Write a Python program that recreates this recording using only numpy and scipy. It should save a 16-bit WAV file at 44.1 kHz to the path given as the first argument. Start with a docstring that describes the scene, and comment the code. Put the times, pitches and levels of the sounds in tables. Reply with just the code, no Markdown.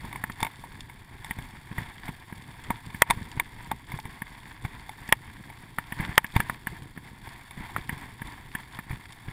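"""Mountain bike on packed snow.

On the trail, from a cased camera worn by the rider, the tyres just below. They rumble and crunch,
going light before each bump and loading up after it. Bumps thud through the mount; loose parts knock
and clack against it, right at the microphone. The ringing plastic housing colours the snow and the
contacts, and the hardest clacks overload the microphone."""
import sys
import numpy as np
from scipy import signal
from scipy.fft import rfft, irfft
from scipy.io import wavfile

SR = 44100
rng = np.random.default_rng(int(sys.argv[2]) if len(sys.argv) > 2 else 0)


def generate_wav(sig):
    """Save sig (samples, or channels by samples) to the path in sys.argv[1] as 16-bit PCM at SR."""
    pcm = np.round(np.clip(np.atleast_2d(sig).T, -1, 1) * 32767).astype(np.int16)
    wavfile.write(sys.argv[1], SR, pcm)


N = 411012


def gain_of(db):
    """Decibels to amplitude."""
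    return 10 ** (np.asarray(db) / 20)


def unit_rms(x):
    """Scales to rms 1."""
    return x / np.sqrt(np.mean(x ** 2) + 1e-20)


def add(mix, s, sound, db):
    """Mixes in a short sound at time s, with the energy of 10 ms at rms level db."""
    sound = gain_of(db) * sound / np.sqrt(np.sum(sound ** 2) / (SR / 100) + 1e-20)
    part = mix[max(round(s * SR), 0):][:len(sound)]
    part += sound[:len(part)]


def wander(rate_hz):
    """Smooth random drift of rms 1, rolled off above the rate."""
    hz = np.fft.rfftfreq(N, 1 / SR)
    return unit_rms(irfft(rfft(rng.standard_normal(N)) / (1 + (hz / rate_hz) ** 4), N))


def band(x, low_hz, high_hz, order=2):
    """Causal band-pass."""
    return signal.sosfilt(signal.butter(order, [low_hz, high_hz], "band", fs=SR, output="sos"), x)


# Resonances of the plastic housing around the microphone: f/Hz, width/Hz, relative level/dB
CASE_RESONANCES = [(750, 190, -7.0), (940, 210, 0.0), (1090, 170, -4.5), (1360, 210, -13.0),
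                   (1740, 460, -3.0), (2100, 570, -3.5), (2710, 550, -18.0), (3420, 730, -10.5),
                   (3590, 90, -16.5), (4550, 670, -16.5), (5360, 480, -22.5), (7310, 1350, -22.0),
                   (8540, 660, -17.5), (9970, 1010, -16.5), (11030, 240, -20.5), (12970, 270, -22.0),
                   (14000, 920, -18.5), (15240, 330, -27.5)]
def housing(tilt_db, leak_db, size=4096):
    """Impulse response of the case: its resonances over a flat leak, tilted by tilt_db an octave."""
    hz = abs(np.fft.fftfreq(size, 1 / SR))
    power = sum(gain_of(db) ** 2 / (1 + (2 * (hz - f) / width) ** 2) ** 2
                for f, width, db in CASE_RESONANCES)
    tilt = gain_of(tilt_db * np.log2(1 + hz / 1000))
    log_gain = np.log(np.sqrt(power + gain_of(leak_db) ** 2) * tilt)
    minimum_phase = np.exp(np.conj(signal.hilbert(log_gain)))
    return np.fft.ifft(minimum_phase).real[:size // 2]


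def chatter(contact_s, tail_s, tail_db, size):
    """Force of a rough contact: a burst, plus a buzz as the part settles."""
    t = np.arange(size) / SR
    return rng.standard_normal(size) * (np.exp(-t / contact_s) + gain_of(tail_db) * np.exp(-t / tail_s))


def scrape(case, band_hz, contact_s, tail_s, tail_db, size=3072):
    """A rough contact heard through one band of the case."""
    force = chatter(contact_s, tail_s, tail_db, size)
    return unit_rms(band(signal.fftconvolve(force, case)[:size], *band_hz, order=3))


def ring(modes, rise_cycles, detune, size=3072):
    """Struck modes build up and die away; each blow varies their pitch and level a little."""
    t, chance = np.arange(size) / SR, rng.standard_normal((len(modes), 2))
    out = np.zeros(size)
    for (hz, db, t60), (sharper, louder) in zip(modes, chance):
        envelope = gain_of(db + 1.25 * louder - 60 * t / t60) * (1 - np.exp(-t * hz / rise_cycles))
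        out += envelope * np.sin(2 * np.pi * hz * (1 + detune * sharper) * t)
    return out


# Steady rolling between bumps, before each layer's trim: t/s, rumble level/dB, snow level/dB
ROLLING = [(0.0, -45, -50.5), (1.04, -49.5, -55.5), (1.3, -48.5, -52.5), (2.59, -48.5, -53.5),
           (3.01, -44, -48.5), (3.97, -52, -57), (4.13, -49.5, -53), (5.73, -48.5, -53.5), (6.13, -47, -49),
           (7.01, -49, -57.5), (7.5, -51, -52), (7.76, -47, -51), (8.25, -47.5, -51.5), (9.32, -50, -53.5)]
# Patches where the tyre breaks through the crust: t/s, length/s, level/dB before trim
CRUST_PATCHES = [(0.033, 0.16, -49), (0.379, .1, -48), (1.252, 0.073, -47.5), (1.42, 0.056, -50.5),
                 (1.773, 0.041, -40), (1.823, .1, -48), (2.046, 0.034, -43), (2.614, 0.092, -51),
                 (3.095, 0.042, -35), (3.58, 0.098, -49), (3.89, 0.077, -46.5), (4.093, 0.061, -49.5),
                 (4.474, 0.093, -54), (4.74, 0.032, -45.5), (4.99, 0.11, -51.5), (5.913, 0.24, -46.5),
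                 (6.006, 0.05, -39.5), (6.355, 0.18, -48.5), (6.664, 0.13, -49.5), (7.041, 0.048, -50.5),
                 (7.232, 0.14, -51), (7.602, .22, -47.5), (7.92, 0.15, -48), (8.245, 0.088, -47.5),
                 (8.56, 0.048, -46), (8.738, 0.051, -47), (8.913, 0.013, -62), (9.293, 0.023, -49.5)]
def tyre_load(layer, roll_trim_db, bump_db, bump_follows, crust_trim_db):
    """A layer's level in dB over time: rolling, a lull before each jolt, swells at bumps and crust."""
    lull_lead_s, lull_width_s, lull_db = 0.062, 0.034, -1.5
    rise_s, settle_s, crust_edge_s = 0.017, 0.042, 0.015
    t = np.linspace(0, N / SR, N // 100)
    times, rumble_db, snow_db = np.transpose(ROLLING)
    roll_db = roll_trim_db + np.interp(t, times, {"rumble": rumble_db, "snow": snow_db}[layer])
    lulls = [np.exp(-((t - s + lull_lead_s) / lull_width_s) ** 2) for s, _, _ in jolts()]
    power = gain_of(roll_db + lull_db * np.max(lulls, axis=0)) ** 2
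    typical_db = np.median([db for _, db, _ in BUMPS])
    for s, db, _ in BUMPS:
        swell = np.exp(-np.maximum((s - t) / rise_s, (t - s) / settle_s))
        power += (swell * gain_of(bump_db + bump_follows * (db - typical_db))) ** 2
    for s, length, db in CRUST_PATCHES:
        inside = (1 + np.tanh(np.minimum(t - s, s + length - t) / crust_edge_s)) / 2
        power += inside * gain_of(crust_trim_db + db) ** 2
    return np.interp(np.arange(N) / SR, t, 10 * np.log10(power))


# Spectrum of tyres and wind at the camera: f/Hz, relative level/dB
RUMBLE_SPECTRUM = [(10, -7), (25, 2.5), (45, 2), (80, -1), (125, 3.5), (190, -7.5), (280, -7.5), (400, -15),
                   (560, -25), (900, -76), (2000, -56)]
def rumble(lumpy_db=2, kicks_db=-7, kicks_per_s=45, spread_db=5.5):
    """Tyres and air shake the camera: a low roar, and small kicks that arrive one by one."""
    f, db = np.transpose(RUMBLE_SPECTRUM)
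    hz = np.fft.rfftfreq(N, 1 / SR)
    spectrum = gain_of(np.interp(np.log(hz + 1), np.log(f), db))
    roar = irfft(rfft(rng.standard_normal(N)) * spectrum, N)
    sizes = gain_of(spread_db * np.minimum(rng.exponential(1, N), 3))
    kicks = band(sizes * (rng.random(N) < kicks_per_s / SR), 83, 235)
    shake = unit_rms(roar * gain_of(lumpy_db * wander(30))) + gain_of(kicks_db) * unit_rms(kicks)
    load_db = tyre_load("rumble", roll_trim_db=-0.5, bump_db=-41, bump_follows=0.17, crust_trim_db=-0.5)
    return unit_rms(shake) * gain_of(load_db)


def snow_load():
    """Level of the snow in dB over time: it sounds mostly where the crust breaks."""
    return tyre_load("snow", roll_trim_db=0.94, bump_db=-50, bump_follows=0.95, crust_trim_db=0.5)


def fractures(per_s, spread_db, max_spreads):
    """Snow grains snap at random: sparse impulses of either sign and uneven size."""
    sizes = gain_of(spread_db * np.minimum(rng.exponential(1, N), max_spreads))
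    return sizes * rng.choice([-1, 1], N) * (rng.random(N) < per_s / SR)


def snow_crunch(hiss=0.98, split_hz=3000, clump_db=2.0, powder_db=-1, patchy_db=2.5):
    """Below the rider, tyre knobs crush the snow: coarse clumps of fractures and a finer powder hiss."""
    load_db = snow_load()
    grains = unit_rms(fractures(per_s=1100, spread_db=1.0, max_spreads=5))
    force = grains + hiss * rng.standard_normal(N)
    crush = unit_rms(signal.oaconvolve(force, housing(0, -34))[:N])
    coarse = signal.sosfiltfilt(signal.butter(3, split_hz, fs=SR, output="sos"), crush)
    held_back_db = 0.33 * (load_db - load_db.mean())  # powder swells less under load than crust does
    powder = (crush - coarse) * gain_of(powder_db + patchy_db * wander(100) - held_back_db)
    return (coarse * gain_of(clump_db * wander(44)) + powder) * gain_of(load_db)


def crystal_sizzle(trim_db=-17, follows=0.66, band_hz=(3250, 5600)):
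    """Fine crystals snap under the knobs, a crisp colour that rises with the load."""
    load_db = snow_load()
    grains = fractures(per_s=700, spread_db=3.0, max_spreads=4)
    sizzle = band(signal.oaconvolve(grains, housing(1, -37))[:N], *band_hz, order=3)
    return unit_rms(sizzle) * gain_of(trim_db + load_db.mean() + follows * (load_db - load_db.mean()))


def crust_crackles(per_s=12, spread_db=4, pellet_share=0.35, pellet_db=-5, count=130):
    """Bits of crust pop under the tyres, louder under load; flung pellets tick more brightly."""
    out, case, load_db = np.zeros(N), housing(0, -69), snow_load()
    times = np.cumsum(rng.exponential(1 / per_s, count))
    for s, (strength, kind) in zip(times, rng.random((count, 2))):
        db = load_db[min(round(s * SR), N - 1)] + spread_db * (2 * strength - 1)
        if kind < pellet_share:
            add(out, s, scrape(case, (2840, 9200), 0.00061, 0.0079, -14), db + pellet_db)
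        else:
            add(out, s, scrape(case, (1060, 5800), 0.0019, 0.005, -19), db)
    return out


# Chain, cables and grit, down on the bike: t/s, level/dB
BIKE_TICKS = [(0.319, -48.5), (0.5954, -54), (0.8065, -41.5), (1.5081, -54), (2.4215, -53), (2.864, -49),
              (3.316, -46), (4, -46), (5.078, -48.5), (6.2657, -46), (9.1232, -49)]
def bike_ticks(band_hz=(2960, 9100)):
    """Small hard contacts excite only the upper resonances of the case."""
    out, case = np.zeros(N), housing(-1.2, -35)
    for s, db in BIKE_TICKS:
        force = chatter(contact_s=0.00074, tail_s=0.004, tail_db=-2, size=2048)
        add(out, s, band(signal.fftconvolve(force, case), *band_hz), db)
    return out


def jolts(recoil_db=-30.5, recoil_growth=0.2, recoil_hz=192.4):
    """Ground bumps and the mount's recoil from every clack, as rows of t/s, level/dB, f/Hz."""
    recoils = [(s, recoil_db + recoil_growth * (db - HARDEST_DB), recoil_hz)
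               for s, db, _, _ in CASE_CLACKS]
    return list(BUMPS) + recoils


# Bumps in the trail, reaching the microphone through the mount: t/s, level/dB, f/Hz
BUMPS = [(0.044, -35.5, 104), (0.427, -31, 176), (1.14, -40, 80), (1.386, -31.5, 128), (1.714, -34.5, 162),
         (1.783, -26, 128), (1.819, -36, 119), (2.09, -29.5, 149), (2.704, -27, 200), (2.87, -38, 130),
         (3.1, -27.5, 168), (3.173, -34.5, 133), (3.22, -36, 121), (3.373, -29.5, 134), (3.716, -34.5, 203),
         (3.94, -31, 123), (4.054, -33, 125), (4.649, -27, 117), (5.131, -37, 45), (5.278, -41, 95),
         (5.999, -24.5, 128), (6.092, -29, 118), (6.362, -15, 114), (6.398, -25.5, 145), (6.73, -38, 121),
         (6.82, -38.5, 121), (7.575, -35.5, 160), (7.607, -34, 176), (7.782, -30, 142), (7.927, -29.5, 115),
         (8.25, -42, 120), (8.906, -28.5, 85), (8.93, -31.5, 119), (9.283, -31, 124)]
def mount_thuds(rise_s=0.0013, decay_cycles=0.49, crush_db=-12, crush_limit_db=-38):
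    """Each jolt swings the mount for a cycle or two and crushes a patch of snow."""
    out, t, case = np.zeros(N), np.arange(4096) / SR, housing(-1.1, -36)
    for s, db, hz in jolts():
        envelope = (1 - np.exp(-t / rise_s)) * np.exp(-t * hz / decay_cycles)
        add(out, s, envelope * np.sin(2 * np.pi * hz * t), db)
        crush = scrape(case, (730, 2900), 0.0067, 0.018, -30)
        add(out, s, crush, min(db + crush_db, crush_limit_db))
    return out


def clack(hz, case, softness, size=3072):
    """A hard contact a few cycles long, with a short buzz; a softer one lingers and buzzes more."""
    t, swell_s = np.arange(size) / SR, 0.0005 * softness ** 0.45
    body = (t / swell_s) ** 2 * np.exp(-t / swell_s) * np.sin(2 * np.pi * hz * t)
    buzz = scrape(case, (1530, 3150), 0.005, 0.0044, -18)
    return unit_rms(body) + gain_of(-10 + 9 * np.log10(softness)) * buzz


# Ringing modes of a hollow knock: f/Hz, relative level/dB, t60/s
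HOLLOW_MODES = [(816, -7.5, 0.029), (935, 2, 0.031), (1072, -6.5, 0.034)]
# Damped modes of a flat, dry slap: f/Hz, relative level/dB, t60/s
SLAP_MODES = [(1130, -2, .014), (1250, 0, .016), (1400, -1, .014)]
# Damped modes of the whole case flexing: f/Hz, relative level/dB, t60/s
FLEX_MODES = [(480, 1, .007), (640, 3, .009), (2680, -1, .012), (3250, -2, .011)]
def add_blow(out, s, hollow_db, slap_db, clack_db, clack_hz, edge_db, graze_lead_s=0.004):
    """One blow at the microphone: a hollow knock, a dry slap, a clack and a bright edge from the case."""
    case, bright_case = housing(0, -58), housing(3.4, -76)
    force_db = max(clack_db, hollow_db - 4)
    softness = 10 ** ((HARDEST_DB - force_db) / 40)  # softer blows stay in contact longer
    add(out, s, ring(HOLLOW_MODES, rise_cycles=1.35, detune=0.041), hollow_db)
    add(out, s, ring(SLAP_MODES, rise_cycles=0.2, detune=0.02), slap_db)
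    add(out, s, clack(clack_hz, case, softness), clack_db)
    add(out, s, scrape(case, (5260, 11300), 0.00098, 0.0035, -28), edge_db)
    # a harder clack flexes the whole case, so it gets fuller as well as louder
    flex_db = clack_db - 5 + 0.82 * (clack_db - HARDEST_DB)
    add(out, s, ring(FLEX_MODES, rise_cycles=0.83, detune=0.07), flex_db)
    # the thin walls add a crisp top
    add(out, s, scrape(bright_case, (9400, 17000), 0.0011 * softness, 0.0055, -18), force_db - 10)
    # the part grazes just before it lands and chatters on afterwards
    add(out, s - graze_lead_s, scrape(case, (490, 2730), 0.01, 0.0083, 4), min(hollow_db, -21) - 12)


# Ringing modes of a knock's metallic bite: f/Hz, relative level/dB, t60/s
BITE_MODES = [(2360, -5, .02), (3555, 4.5, 0.018), (8480, -10, 0.029), (10160, -8, 0.034)]
def metallic_bites():
    """A knock that lands on a hard spot rings a few higher modes as well."""
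    out = np.zeros(N)
    for s, db, _, bite_db in LOOSE_KNOCKS:
        add(out, s, ring(BITE_MODES, rise_cycles=0.86, detune=0.008), db + bite_db)
    return out


# Loose parts on the mount, close up: t/s, level/dB, clack/dB and bite/dB relative to the knock
LOOSE_KNOCKS = [(0.0491, -40.5, -16, -27), (0.1284, -41, 0.5, -8), (0.1577, -36.5, -1, -29),
                (0.4044, -37.5, -15, -6.5), (0.4291, -24.5, -3.5, -7), (0.4483, -34, -0.5, -12),
                (0.4667, -37.5, -1, -14), (0.639, -39.5, -17, -29), (0.897, -49, 2, -12),
                (1.2457, -44, 0, -1), (1.3874, -43.5, -1.5, -6), (2.081, -40.5, -0.5, -25),
                (2.705, -24.5, -10.5, -20), (3.1016, -24.5, -0.5, -7), (3.1075, -16, -5, -8.5),
                (3.398, -28.5, 6.5, -5), (3.7148, -26, -12, -15.5), (3.9187, -40, 1, -12),
                (3.9887, -37, -8, -31), (4.054, -45, 1, -8), (4.6496, -37.5, -3.5, -20),
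                (4.8929, -38, -4.5, -9), (5.5002, -45.5, 0, -17), (6.3642, -22.5, -3.5, -19),
                (7.2726, -42.5, -5.5, -22), (7.509, -49, 2.5, -1), (8.2718, -58, -2, 9.5),
                (8.911, -47.5, 6.5, -16)]
def loose_knocks():
    """Loose parts knock hollowly against the mount, each with some clack in it."""
    out = np.zeros(N)
    for s, db, clack_db, bite_db in LOOSE_KNOCKS:
        add_blow(out, s, hollow_db=db, slap_db=db - 13, clack_db=db + clack_db, clack_hz=2200,
                 edge_db=db + bite_db - 5)
    return out


# Hard parts on the case, right at the microphone: t/s, level/dB, f/Hz, slap/dB relative to the clack
CASE_CLACKS = [(0.2388, -28.5, 1750, -3.5), (0.2983, -40.5, 1800, 0.5), (1.3088, -30, 1940, -21),
               (1.7811, -34, 1910, -6), (2.3247, -44.5, 1660, -12), (2.9455, -38.5, 1710, -14),
               (3.0203, -9, 1900, -2.5), (4.2194, -32.5, 1720, -18), (5.0901, -35, 1800, -17),
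               (5.1249, -12, 1830, -4.5), (5.7852, -28.5, 1800, 1.5), (5.9223, -32.5, 1790, -15),
               (6.0055, -35.5, 2030, -12), (6.1791, -9.5, 1777, -2), (6.244, -29, 1800, -20),
               (6.4029, -22, 1670, -3), (6.4973, -30, 1750, 1.5), (6.6704, -28.5, 1750, -20),
               (6.975, -43, 1700, -11), (7.7634, -33, 1800, 6.5), (7.8931, -29.5, 1850, -11),
               (8.2181, -37, 1700, -20), (8.5506, -29.5, 1720, -20), (8.7891, -37.5, 1830, -1.5)]
HARDEST_DB = max(row[1] for row in CASE_CLACKS)
def case_clacks(edge_growth=0.49):
    """Hard parts clack on the case; softer clacks lose their sharp edge first."""
    out = np.zeros(N)
    for s, db, hz, slap_db in CASE_CLACKS:
        add_blow(out, s, hollow_db=db - 8.5, slap_db=db + slap_db, clack_db=db, clack_hz=hz,
                 edge_db=db - 15.5 + edge_growth * (db - HARDEST_DB))
    return out


def scene():
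    """Trail, mount and bike meet at the one microphone on the rider."""
    trail = rumble() + snow_crunch() + crystal_sizzle() + crust_crackles()
    contacts = mount_thuds() + loose_knocks() + case_clacks() + metallic_bites() + bike_ticks()
    return (trail + contacts)[None]


def gain_control(x, threshold_db=-23, share=0.36, recover_db_per_s=45, attack_s=0.0037, sense_s=0.009):
    """The camera turns itself down after a loud blow and recovers within a moment."""
    def lag(v, s):
        keep = np.exp(-1 / (s * SR))
        return signal.lfilter([1 - keep], [1, -keep], v)
    level_db = 10 * np.log10(lag(x ** 2, sense_s) + 1e-12)
    cut_db = share * np.maximum(level_db - threshold_db, 0)
    recovery_db = np.arange(N) / SR * recover_db_per_s
    held_db = np.maximum.accumulate(cut_db + recovery_db, axis=-1) - recovery_db
    return x / gain_of(lag(held_db, attack_s))


def record(dry, ceiling=0.85, cutoff_hz=15900):
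    """In the camera: gain control, soft overload on the hardest clacks, then a low-pass."""
    ducked = gain_control(dry)
    squashed = ducked / (1 + (ducked / ceiling) ** 4) ** (1 / 4)
    low_pass = signal.firwin(255, cutoff_hz, window=("kaiser", 9), fs=SR)
    return signal.oaconvolve(squashed, low_pass[None], "same")


dry = scene()
out = record(dry)
generate_wav(out)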